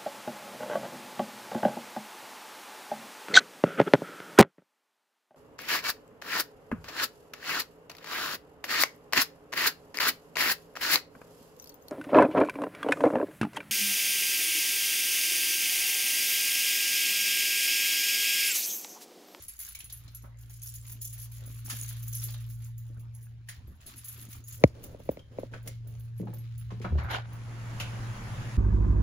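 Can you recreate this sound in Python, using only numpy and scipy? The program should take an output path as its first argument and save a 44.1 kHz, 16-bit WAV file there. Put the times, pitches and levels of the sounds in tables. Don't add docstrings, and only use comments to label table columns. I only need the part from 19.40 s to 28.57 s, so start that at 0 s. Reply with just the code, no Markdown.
import sys
import numpy as np
from scipy import signal
from scipy.fft import rfft, irfft, next_fast_len
from scipy.io import wavfile
from scipy.ndimage import uniform_filter1d

SR = 44100
rng = np.random.default_rng(int(sys.argv[2]) if len(sys.argv) > 2 else 0)


def store_pcm(level_fs):
    pcm = np.round(np.clip(level_fs, -1, 1) * 32767).astype(np.int16)
    wavfile.write(sys.argv[1], SR, np.atleast_2d(pcm).T)


def voltage_ratio(level):
    return 10 ** (np.asarray(level, float) / 20)


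N = 404397


def evened(x):
    return x / np.sqrt(np.mean(x ** 2) + 1e-20)


def read(points, hz):
    f, value = np.transpose(points)
    return np.interp(np.log(hz + 1), np.log(f + 1), value)


def level(rows, column=1):
    s, db = np.transpose(rows)[[0, column]]
    edge_s = 0.015
    times = [s[0] - edge_s, *s, s[-1] + edge_s]
    levels = [db[0] - 15, *db, db[-1] - 38]
    return voltage_ratio(np.interp(np.arange(N) / SR, times, levels, -200, -200))


def strokes(rows, rise_db_per_s, fall_db_per_s, column=2):
    start, length, db = np.transpose(rows)[[0, 1, column], :, None]
    t = np.arange(0, N + 64, 32) / SR
    rise = (start - t) * rise_db_per_s
    fall = (t - start - length) * fall_db_per_s
    under_db = np.maximum(np.maximum(rise, fall), 0)
    total = np.sqrt((voltage_ratio(db - under_db) ** 2).sum(0))
    return np.interp(np.arange(N) / SR, t, total)


def add(mix, s, sound):
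    part = mix[..., round(s * SR):][..., :sound.shape[-1]]
    part += sound[..., :part.shape[-1]]


def colour(x, db_at):
    size = next_fast_len(x.shape[-1] + 2048)
    gain = voltage_ratio(db_at(np.fft.rfftfreq(size, 1 / SR)))
    return irfft(rfft(x, size) * gain, size)[..., :x.shape[-1]]


def noise(tint, grain=0.0, per_s=600, patchy_db=0.0):
    lumps = (rng.random(N) < per_s / SR) * np.minimum(rng.exponential(1, N), 2)
    lumps = uniform_filter1d(lumps, size=150)
    x = rng.standard_normal((2, N)) * (1 + grain * evened(lumps))
    x = colour(x, lambda hz: read(tint, hz))
    if patchy_db:
        z = signal.stft(x, nperseg=512)[2]
        patches = uniform_filter1d(rng.standard_normal(z.shape[1:]), size=5, axis=0)
        patches = uniform_filter1d(patches, size=8, axis=1)
        x = signal.istft(z * voltage_ratio(patchy_db * evened(patches)), nperseg=512)[1][:, :N]
    return evened(x)


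def ring(modes, order=0, size=1500):
    hz, db, t60 = np.transpose(modes)[:, :, None]
    t = np.arange(size) / SR
    u = t * np.log(1000) / t60
    shape = (u / max(order, 1)) ** order * np.exp(order - u)
    return voltage_ratio(db) * shape * np.sin(2 * np.pi * hz * t)


def tone(hz, gain):
    return np.sqrt(2) * gain * np.sin(2 * np.pi * np.cumsum(hz * np.ones(N)) / SR)


def shower(grains, per_s, spread_db):
    out = np.zeros((2, N + grains.shape[1]))
    count = round(per_s * N / SR)
    for s, which, size, side in rng.random((count, 4)):
        loud = voltage_ratio(spread_db * min(-np.log(size), 3))
        grain = grains[int(which * len(grains))]
        add(out, s * N / SR, loud * grain * [[1], [np.sign(side - .5)]])
    return evened(out[:, :N])


# pitch in Hz, level in dB against the other modes, time to fall by 60 dB in seconds.
KEY_MODES = [(6100, -43, 0.14), (6500, -19, 0.15), (6660, -10.5, 0.047), (10240, -5.5, 0.12),
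             (10550, -5, 0.025), (11200, -7, 0.12), (11300, 4.5, 0.095), (11970, -4, 0.22), (14150, -5, .2),
             (14600, -17.5, 0.2), (14600, 7.5, 0.14), (15500, -7, 0.11)]


def strike(luck, hz=None):
    size = 9000
    t = np.arange(size) / SR
    modes = np.array(KEY_MODES)
    modes[:, 0] *= 1 + .025 * luck[:, 0]
    modes[:, 1] += 3.5 * luck[:, 2]
    modes[:, 2] *= np.exp(.25 * luck[:, 1])
    sound = ring(modes, size=size).sum(0)
    sound /= abs(sound).max()
    if hz:
        sound = voltage_ratio(6.0) * sound + voltage_ratio(-4.0) * ring([(hz, 0, .12)], size=size)[0]
    rasp = np.diff(rng.standard_normal(size + 2), 2) * voltage_ratio(-11.0 - 60 * t / 0.052)
    return (sound + rasp) * (1 - np.exp(-t / 0.00038))


# start in seconds, length in seconds, jingle strength in dB, rustle strength in dB.
SWING_ROWS = [(0.0, 0.016, -34.5, -55), (.09, 0.01, -36.5, -54), (.2, 0.089, -37.5, -51),
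              (.33, 0.12, -66, -59), (.52, 0.11, -57, -61.5), (.72, 0.085, -49.5, -65.5),
              (.99, 0.044, -51, -65), (1.1, 0.095, -47, -66), (1.22, 0.14, -39.5, -62),
              (1.45, .1, -41.5, -58), (1.615, 0.05, -34.5, -71), (1.73, 0.11, -40.5, -57),
              (1.92, 0.64, -48.5, -59.5), (2.26, .25, -38, -52.5), (2.57, 0.12, -46.5, -56.5),
              (2.73, 0.18, -37.5, -55), (2.96, 0.11, -53, -60.5), (3.1, 0.011, -44, -63.5),
              (3.21, 0.034, -48.5, -60.5), (3.38, .22, -60.5, -79), (3.75, 0.1, -57, -111),
              (4.09, 0.038, -56, -55), (4.28, 0.2, -65, -83), (4.41, 0.031, -58, -59.5),
              (4.47, 0.076, -49, -55), (4.57, 0.27, -42.5, -56), (4.9, .06, -48.5, -56.5),
              (5.08, 0.08, -40.5, -59.5), (5.35, 0.072, -83, -65.5), (5.43, 0.014, -46.5, -65),
              (5.6, 0.13, -59, -65.5), (5.97, 0.089, -80.5, -62), (6.13, .04, -82, -61),
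              (6.26, 0.048, -57, -59.5), (6.48, 0.17, -62, -68.5), (6.78, .03, -55, -65.5),
              (6.88, 0.87, -94, -65), (7.19, 0.017, -66, -66)]


def swings(column):
    return strokes(SWING_ROWS, rise_db_per_s=894, fall_db_per_s=214, column=column)


# time in seconds, strength in dB, pitch in Hz of the clear ring added to the key's modes.
CLINK_ROWS = [(0.0818, -27.5, 10900), (0.19, -30, 11300), (0.2894, -33.5, 10340), (0.353, -43, 9700),
              (0.389, -35, 11800), (0.4425, -33, 10760), (0.5244, -27, 11280), (0.5725, -41, 11600),
              (0.7478, -30.5, 11360), (1.019, -52, 11300), (1.233, -30.5, 11420), (1.5186, -32, 15300),
              (1.6158, -30, 15500), (1.7345, -33, 15200), (1.8198, -39, 15300), (2.062, -38, 11000),
              (2.2518, -36, 15500), (2.2966, -30, 11100), (2.4364, -50, 15300), (2.4896, -29, 15000),
              (2.6287, -34.5, 11500), (2.68, -29.5, 15300), (2.7498, -24, 11200), (2.8377, -25, 11170),
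              (3.0999, -38, 15200), (3.22, -45.5, 11200), (3.307, -57, 11200), (3.38, -39.5, 15500),
              (3.595, -49.5, 15500), (3.7488, -41.5, 11070), (3.827, -46, 9750), (4.0887, -37, 9750),
              (4.2747, -50, 11600), (4.4633, -36, 9890), (4.58, -36, 11000), (4.6443, -33, 11300),
              (4.683, -27, 11600), (4.908, -42, 12000), (5.04, -45.5, 6700), (5.082, -36, 11600),
              (5.237, -50.5, 10300), (5.441, -47, 12600), (5.7103, -41.5, 15600), (5.9928, -48.5, 11050),
              (6.2282, -49, 15500), (6.2751, -49.5, 11200), (6.4732, -44, 15500), (6.5967, -44.5, 14800),
              (6.779, -46.5, 10880), (6.937, -36.5, 15100), (6.9846, -42.5, 11650), (7.179, -40, 15500),
              (7.197, -45.5, 11000), (7.635, -48.5, 11800), (7.7094, -38.5, 11560), (7.9316, -46, 14500),
              (8.3978, -39, 11800)]
# frequency in Hz, relative level in dB.
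CHAFE_TINT = [(1500, -46.5), (4500, -10), (6500, 9), (10000, 9.5), (16000, 0)]


def keys():
    out = np.zeros((2, N))
    lucks = rng.standard_normal((len(CLINK_ROWS), len(KEY_MODES), 3))
    for (s, db, hz), luck in zip(CLINK_ROWS, lucks):
        side = [[1], [np.sign(luck[0, 0])]]
        add(out, s, voltage_ratio(db) * strike(luck, hz) * side)
    lucks = rng.standard_normal((40, len(KEY_MODES), 3))
    small = np.array([strike(luck)[:4000] for luck in lucks])
    jingle = shower(small, per_s=90, spread_db=-1.0)
    chafe = noise(CHAFE_TINT, grain=1.5, per_s=27, patchy_db=6.0)
    return out + swings(column=2) * (voltage_ratio(1.5) * jingle + voltage_ratio(-12.5) * chafe)


# frequency in Hz, relative level in dB.
RUSTLE_TINT = [(600, -17), (1300, -0.5), (2200, 1), (4000, 1.5), (7000, -3.5), (12000, -6.5), (16000, 1)]


def clothes():
    hz = np.geomspace(1200, 7000, 30)
    crackles = ring(np.c_[hz, read(RUSTLE_TINT, hz), 4.0 / hz], order=1, size=500)
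    hiss = noise(RUSTLE_TINT, grain=.6, per_s=200, patchy_db=1.8)
    sway = swings(column=3) + voltage_ratio(-73.5)
    return sway * (voltage_ratio(-2.0) * hiss + voltage_ratio(-17.0) * shower(crackles, per_s=150, spread_db=0.5))


# time in seconds, level in dB, bass in dB against it,
# snap in dB against it, sign of the push.
KNOCK_ROWS = [(5.237, -8.5, 2.5, -7.5, 1), (5.545, -42.5, -11, -27, 1), (5.599, -47.5, -10, -20, 1),
              (5.689, -21.5, -8, -22.5, 1), (5.714, -44.5, -19, -30, 1), (5.77, -41.5, -26, -9, 1),
              (5.984, -29.5, -20, -22, 1), (6.031, -33.5, -21, -29, 1)]
# first Hz, last Hz, glide in seconds, time to fall by 60 dB in seconds.
CASE_BEND = (225, 62, .008, .065)
# pitch in Hz, level in dB, time to fall by 60 dB in seconds.
CASE_MODES = [(550, 7.5, 0.0066), (740, -4.5, 0.0045), (265.5, -4, 0.015)]
SNAP_MODES = [(1190, -3.5, 0.0026), (2190, 3.5, 0.0035), (4100, -2, 0.0015), (6200, -18, 0.0065)]


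def knocks():
    body, snap, t = np.zeros(N), np.zeros(N), np.arange(4000) / SR
    first_hz, last_hz, glide, t60 = CASE_BEND
    turns = np.cumsum(last_hz + (first_hz - last_hz) * np.exp(-t / glide)) / SR
    bass = voltage_ratio(-60 * t / t60) * (1 - np.exp(-t / 0.00076)) * np.sin(2 * np.pi * turns)
    for s, db, bass_db, snap_db, sign in KNOCK_ROWS:
        push = voltage_ratio(db) * sign
        add(snap, s + 0.00135, push * voltage_ratio(snap_db) * ring(SNAP_MODES, order=1).sum(0))
        add(body, s + .0017, push * ring(CASE_MODES, order=2).sum(0))
        add(body, s + .0055, push * voltage_ratio(bass_db) * bass)
    left = np.roll(body, 13) + voltage_ratio(5.5) * np.roll(snap, 5)
    return np.array([left, body + snap])


# start in seconds, length in seconds, level in dB.
CASE_NOISE_ROWS = [(5.22, 0.045, -46.5), (5.3, 0.017, -56.5), (5.355, .055, -51.5), (5.44, 0.024, -47.5),
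                   (5.49, 0.059, -51), (5.6, 0.013, -53), (5.66, 0.031, -56), (5.71, 0.018, -50),
                   (5.77, 0.032, -53.5), (5.86, 0.024, -66), (5.92, 0.078, -54), (6.0, 0.053, -51),
                   (6.135, 0.023, -47.5), (6.27, 0.011, -45), (6.45, .1, -61), (6.58, 0.193, -71.5)]
# frequency in Hz, relative level in dB.
CASE_NOISE_TINT = [(80, 4.5), (160, 7), (330, 2.5), (540, 3), (800, -11.5), (1100, -14), (3000, -24)]


def case_noise():
    gain = strokes(CASE_NOISE_ROWS, rise_db_per_s=707, fall_db_per_s=411)
    return gain * noise(CASE_NOISE_TINT, grain=0.21, per_s=27)


# time in seconds, strength in dB, brightness in dB per octave,
# time to fall by 60 dB in seconds, resonance in Hz.
SLAP_ROWS = [(0.349, -38.5, 8.5, 0.038, 2340), (0.403, -40.5, 6.5, 0.042, 2640),
             (0.497, -47, 6, 0.071, 3820), (0.678, -48, 1.5, 0.064, 4100),
             (0.838, -53.5, -13.5, 0.16, 1230), (2.298, -34, 4.5, 0.14, 1360),
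             (2.497, -52, -0.5, 0.35, 3680), (2.748, -43.5, 3, 0.03, 3150), (2.822, -44.5, 2, 0.095, 4000),
             (2.883, -42.5, 0, 0.1, 4500), (2.94, -41, -2, 0.059, 3770), (3.868, -54.5, -10, 0.022, 1620),
             (4.086, -38, 3.5, 0.09, 1860), (4.465, -57, 7.5, 0.18, 3940), (4.927, -48.5, 10, 0.045, 2180),
             (5.273, -55, 7, 0.038, 4760), (5.438, -50, 12.5, 0.031, 2980), (5.792, -47, -1, 0.034, 3160),
             (6.136, -36, -6.5, 0.07, 1556), (6.274, -39, 8, 0.043, 2050), (7.304, -42.5, -5.5, 0.12, 1070),
             (7.414, -45.5, -1.5, 0.21, 2240), (7.444, -36, -14, 0.12, 1300),
             (7.583, -36.5, -11, 0.052, 1110), (8.399, -29, -1.5, 0.13, 2820), (8.53, -40, -15, 0.034, 600)]


def slaps():
    out, t = np.zeros((2, N)), np.arange(12000) / SR
    puffs = rng.standard_normal((len(SLAP_ROWS), 2, len(t)))
    for (s, db, tilt_db, t60, peak_hz), puff in zip(SLAP_ROWS, puffs):
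        def tint(hz):
            tilt = tilt_db * np.log2((hz + 400) / 2400)
            hump = 7.5 * np.exp(-(np.log2((hz + 1) / peak_hz) / 0.38) ** 2)
            return tilt - 20.0 * (hz < 500) + hump

        fade = voltage_ratio(db - 60 * t / t60) * (1 - np.exp(-t / 0.0035))
        add(out, s, fade * colour(puff, tint))
        contact = ring([(peak_hz, 0, .012), (1.599 * peak_hz, -4, .008)], order=1).sum(0)
        add(out, s, voltage_ratio(db - 8.0) * contact)
    return out


# time in seconds, strength in dB, pitch in Hz, rattle in dB against it, rattle pitch in Hz.
THUD_ROWS = [(6.8, -28, 189.5, -25, 425), (6.83, -36, 227, -12, 508), (6.87, -45.5, 173, 2.5, 815),
             (6.883, -40, 195, -9, 513), (6.93, -50.5, 168, 9.5, 516), (7.319, -38, 199, -9, 397),
             (7.403, -40.5, 233, -5, 423), (7.448, -32, 196.6, -3.5, 1280), (7.524, -35, 224, -15, 460),
             (7.552, -40, 217, 2.5, 450)]


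def thuds():
    out, t, t60 = np.zeros((2, N)), np.arange(9000) / SR, 0.053
    puffs = rng.standard_normal((len(THUD_ROWS), 2, len(t)))
    for (s, db, hz, rattle_db, rattle_hz), puff in zip(THUD_ROWS, puffs):
        rattle = evened(colour(puff, lambda f: -14.0 * abs(np.log2((f + 20) / rattle_hz))))
        rattle_gain = voltage_ratio(rattle_db - 60 * t / t60) * (1 - np.exp(-t / 0.00227))
        modes = [(hz, 0, 0.53 * t60), (1.64 * hz, -4, 0.42 * t60), (rattle_hz, -8, 0.4 * t60)]
        body = ring(modes, order=1, size=len(t)).sum(0)
        add(out, s, voltage_ratio(db) * (body + rattle_gain * rattle))
    return out


# time in seconds, pitch in Hz, level in dB.
SHUDDER_CURVE = [(7.49, 75.9, -64.5), (7.525, 78, -23.5), (7.582, 71.8, -24), (7.622, 77, -43.5),
                 (7.654, 80, -29), (7.68, 77.6, -68)]


def shudder():
    s, hz, db = np.transpose(SHUDDER_CURVE)
    hz = np.interp(np.arange(N) / SR, s, hz)
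    gain = level(SHUDDER_CURVE, column=2)
    return (tone(hz, gain) + tone(2 * hz, voltage_ratio(-15.5) * gain)) * [[1], [-1]]


# time in seconds, level in dB, treble against it in dB.
SCRAPE_CURVE = [(7.59, -47.5, 2.5), (7.6, -44, -9.5), (7.678, -47, -18), (7.712, -37, -1.5),
                (7.732, -39, -4.5), (7.745, -33, -2.5), (7.838, -57.5, -10), (7.86, -55, -8)]
# frequency in Hz, relative level in dB.
SCRAPE_TINT = [(300, -2.5), (800, 4), (1100, 0.5), (1500, 7.5), (1900, -1.5), (2400, -3.5), (4000, -67)]
SQUEAK_TINT = [(1500, -20), (2400, -10.5), (3000, -5.5), (3400, -9.5), (3800, -7), (5000, -17),
               (9000, -23.5), (16000, -25)]


def scrape():
    s, db, treble_db = np.transpose(SCRAPE_CURVE)
    treble = voltage_ratio(np.interp(np.arange(N) / SR, s, treble_db))
    low = noise(SCRAPE_TINT, grain=0.26, per_s=150, patchy_db=1.5)
    high = noise(SQUEAK_TINT, grain=0.4, per_s=230, patchy_db=2.0)
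    return level(SCRAPE_CURVE) * (low + treble * high)


# start in seconds, length in seconds, sole level in dB, floor level in dB.
STEP_ROWS = [(.43, .05, -72.5, -80), (.62, 0.049, -65.5, -55), (.84, 0.042, -64.5, -69),
             (1.25, 0.088, -91, -67.5), (1.46, 0.14, -66, -66.5), (2.0, 0.11, -58, -55.5),
             (2.29, 0.076, -57.5, -57.5), (2.63, 0.042, -69, -64), (2.86, 0.059, -68, -62.5),
             (3.11, 0.11, -77, -57.5), (3.5, 0.13, -65, -54.5), (3.9, 0.089, -74.5, -62),
             (4.19, 0.14, -60.5, -49.5), (4.48, 0.036, -56, -60), (4.78, 0.062, -54, -59.5),
             (4.96, 0.017, -59, -49.5), (5.12, .06, -68, -53)]
# time in seconds, level in dB.
RUMBLE_CURVE = [(0.0, -53), (.19, -68), (.3, -61.5), (1.6, -58), (1.8, -57), (3.2, -56), (4.1, -58.5),
                (5.2, -58), (5.5, -47.5), (5.95, -56.5), (6.33, -50), (7.03, -54), (7.42, -47),
                (7.7, -44.5), (7.85, -50), (8.15, -57), (8.3, -61), (8.9, -53.5), (9.17, -59.5)]
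# frequency in Hz, relative level in dB.
TREAD_TINT = [(100, -9.5), (230, 6), (400, -6.5), (800, -14.5), (1500, -16), (3000, -42)]
RUMBLE_TINT = [(15, -10.5), (35, -14), (60, -2), (90, -1), (140, -11.5), (250, -26), (500, -51.5)]


def footfalls_and_rumble():
    sole = strokes(STEP_ROWS, rise_db_per_s=311, fall_db_per_s=150)
    floor = strokes(STEP_ROWS, rise_db_per_s=311, fall_db_per_s=150, column=3)
    tread = noise(TREAD_TINT, grain=0.55, per_s=90, patchy_db=6.0)
    rumble = noise(RUMBLE_TINT)
    return sole * tread + np.hypot(floor, level(RUMBLE_CURVE)) * rumble


# time in seconds, level in dB; the first dip of the throb, at 8.77 s, is included.
HUM_CURVE = [(0.0, -87), (0.36, -77), (0.5, -54.5), (0.78, -50), (2.27, -41.5), (2.79, -37), (3.63, -42),
             (4.09, -48.5), (4.31, -56), (4.42, -74), (4.54, -55), (4.81, -50), (5.17, -48), (5.37, -52),
             (5.536, -56), (5.7, -66), (6.11, -45), (6.48, -40.5), (7.39, -38.5), (8.0, -40.5), (8.6, -38),
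             (8.72, -35.5), (8.77, -47), (8.92, -39.5), (9.17, -38)]
# time in seconds, level in dB.
SHAFT_CURVE = [(0, -61.5), (.8, -54), (1.8, -54), (3.1, -52.5), (3.6, -76)]


def hum():
    t, hum_hz = np.arange(N) / SR, 115.7
    throb_from_s, throb_hz, crest_s = 8.85, 13.5, 9.002
    depth = np.clip((t - throb_from_s) / 0.049, 0, 1)
    throb = 1 + depth * np.cos(2 * np.pi * throb_hz * (t - crest_s))
    return tone(hum_hz, throb * level(HUM_CURVE)) + tone(hum_hz / 2, level(SHAFT_CURVE))


# time in seconds, level in dB.
STREET_CURVE = [(7.8, -78), (7.872, -56), (7.932, -50.5), (8.036, -50.5), (8.4, -44), (9.17, -43)]
# frequency in Hz, relative level in dB.
STREET_TINT = [(60, 10), (150, 12), (400, -1.5), (1000, -1.5), (2000, -5.5), (4000, -14), (8000, -12.5),
               (16000, -18.5)]
# middle pitch in Hz, level in dB half a second before the end.
MOTOR_TONES = [(51, -54), (102, -49), (128, -61), (153, -77), (204, -56)]


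def street():
    t, gap = np.arange(N) / SR, level(STREET_CURVE)
    waver = uniform_filter1d(rng.standard_normal((len(MOTOR_TONES), N)), size=3000)
    drift = 1.176 * np.cumsum(evened(waver), 1) / SR
    tones = sum(voltage_ratio(db) * np.sin(2 * np.pi * (hz * t + d)) for (hz, db), d in zip(MOTOR_TONES, drift))
    wash = noise(STREET_TINT, grain=0.067, patchy_db=1.5)
    return gap * (wash + np.sqrt(2) * tones / gap[-SR // 2])


# frequency in Hz, relative level in dB.
ROOM_TINT = [(100, 15.5), (200, 10), (500, 1.5), (1500, 2), (4000, -4), (9000, -24), (16000, -20)]


def room():
    return voltage_ratio(-71) * noise(ROOM_TINT, patchy_db=5.0)


# frequency in Hz, time to fall by 60 dB in seconds.
HALL_T60 = [(250, 0.54), (1000, 0.25), (4000, 0.37), (12000, 0.074)]


def hall(x):
    taps = rng.choice([-1., 1.], (2, SR // 2)) * (rng.random((2, SR // 2)) < .05)
    taps[:, :150] = 0
    hz, t, z = signal.stft(taps, SR, nperseg=256)
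    fade = voltage_ratio(-60 * t / read(HALL_T60, hz)[:, None])
    tail = signal.istft(z * fade, SR, nperseg=256)[1]
    return signal.fftconvolve(x, tail / np.linalg.norm(tail[0]), axes=1)[:, :N]


# frequency in Hz, gain in dB.
FORWARD_GAIN = [(3000, 0), (5800, -4), (6800, -2), (7600, -7.5), (8000, -20), (9200, -17.5), (9600, -6),
                (11300, -6), (12300, -12), (12800, -48), (13900, -33), (14400, -18.5), (15300, -6),
                (15900, -16.5), (16400, -60.5)]
CROSSWISE_GAIN = [(300, -10), (700, -2), (1500, 0), (6000, -3.5), (9000, -4.5), (10200, -9), (10900, -32),
                  (12000, -8.5), (14700, -16), (15700, -3.5), (16500, -45.5)]
CROSSWISE_BASS_GAIN = [(60, -12), (115, -15)]


def capsules(air):
    forward = colour(air[0], lambda hz: read(FORWARD_GAIN, hz))
    crosswise = colour(air[1], lambda hz: read([*CROSSWISE_BASS_GAIN, *CROSSWISE_GAIN], hz))
    crosswise = -signal.hilbert(crosswise, next_fast_len(N))[:N].imag
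    return np.array([forward + crosswise, forward - crosswise])


def scene():
    hits = keys() + slaps() + thuds()
    air = hits + voltage_ratio(-7.5) * hall(hits)
    air += clothes() + case_noise() + shudder() + scrape()
    air += footfalls_and_rumble() + hum() + street() + room()
    return capsules(air) + knocks()


def band_limit(x):
    return signal.sosfilt(signal.butter(12, 17000, fs=SR, output="sos"), x)


def record(dry):
    return band_limit(dry)


dry = scene()
out = record(dry)
store_pcm(out)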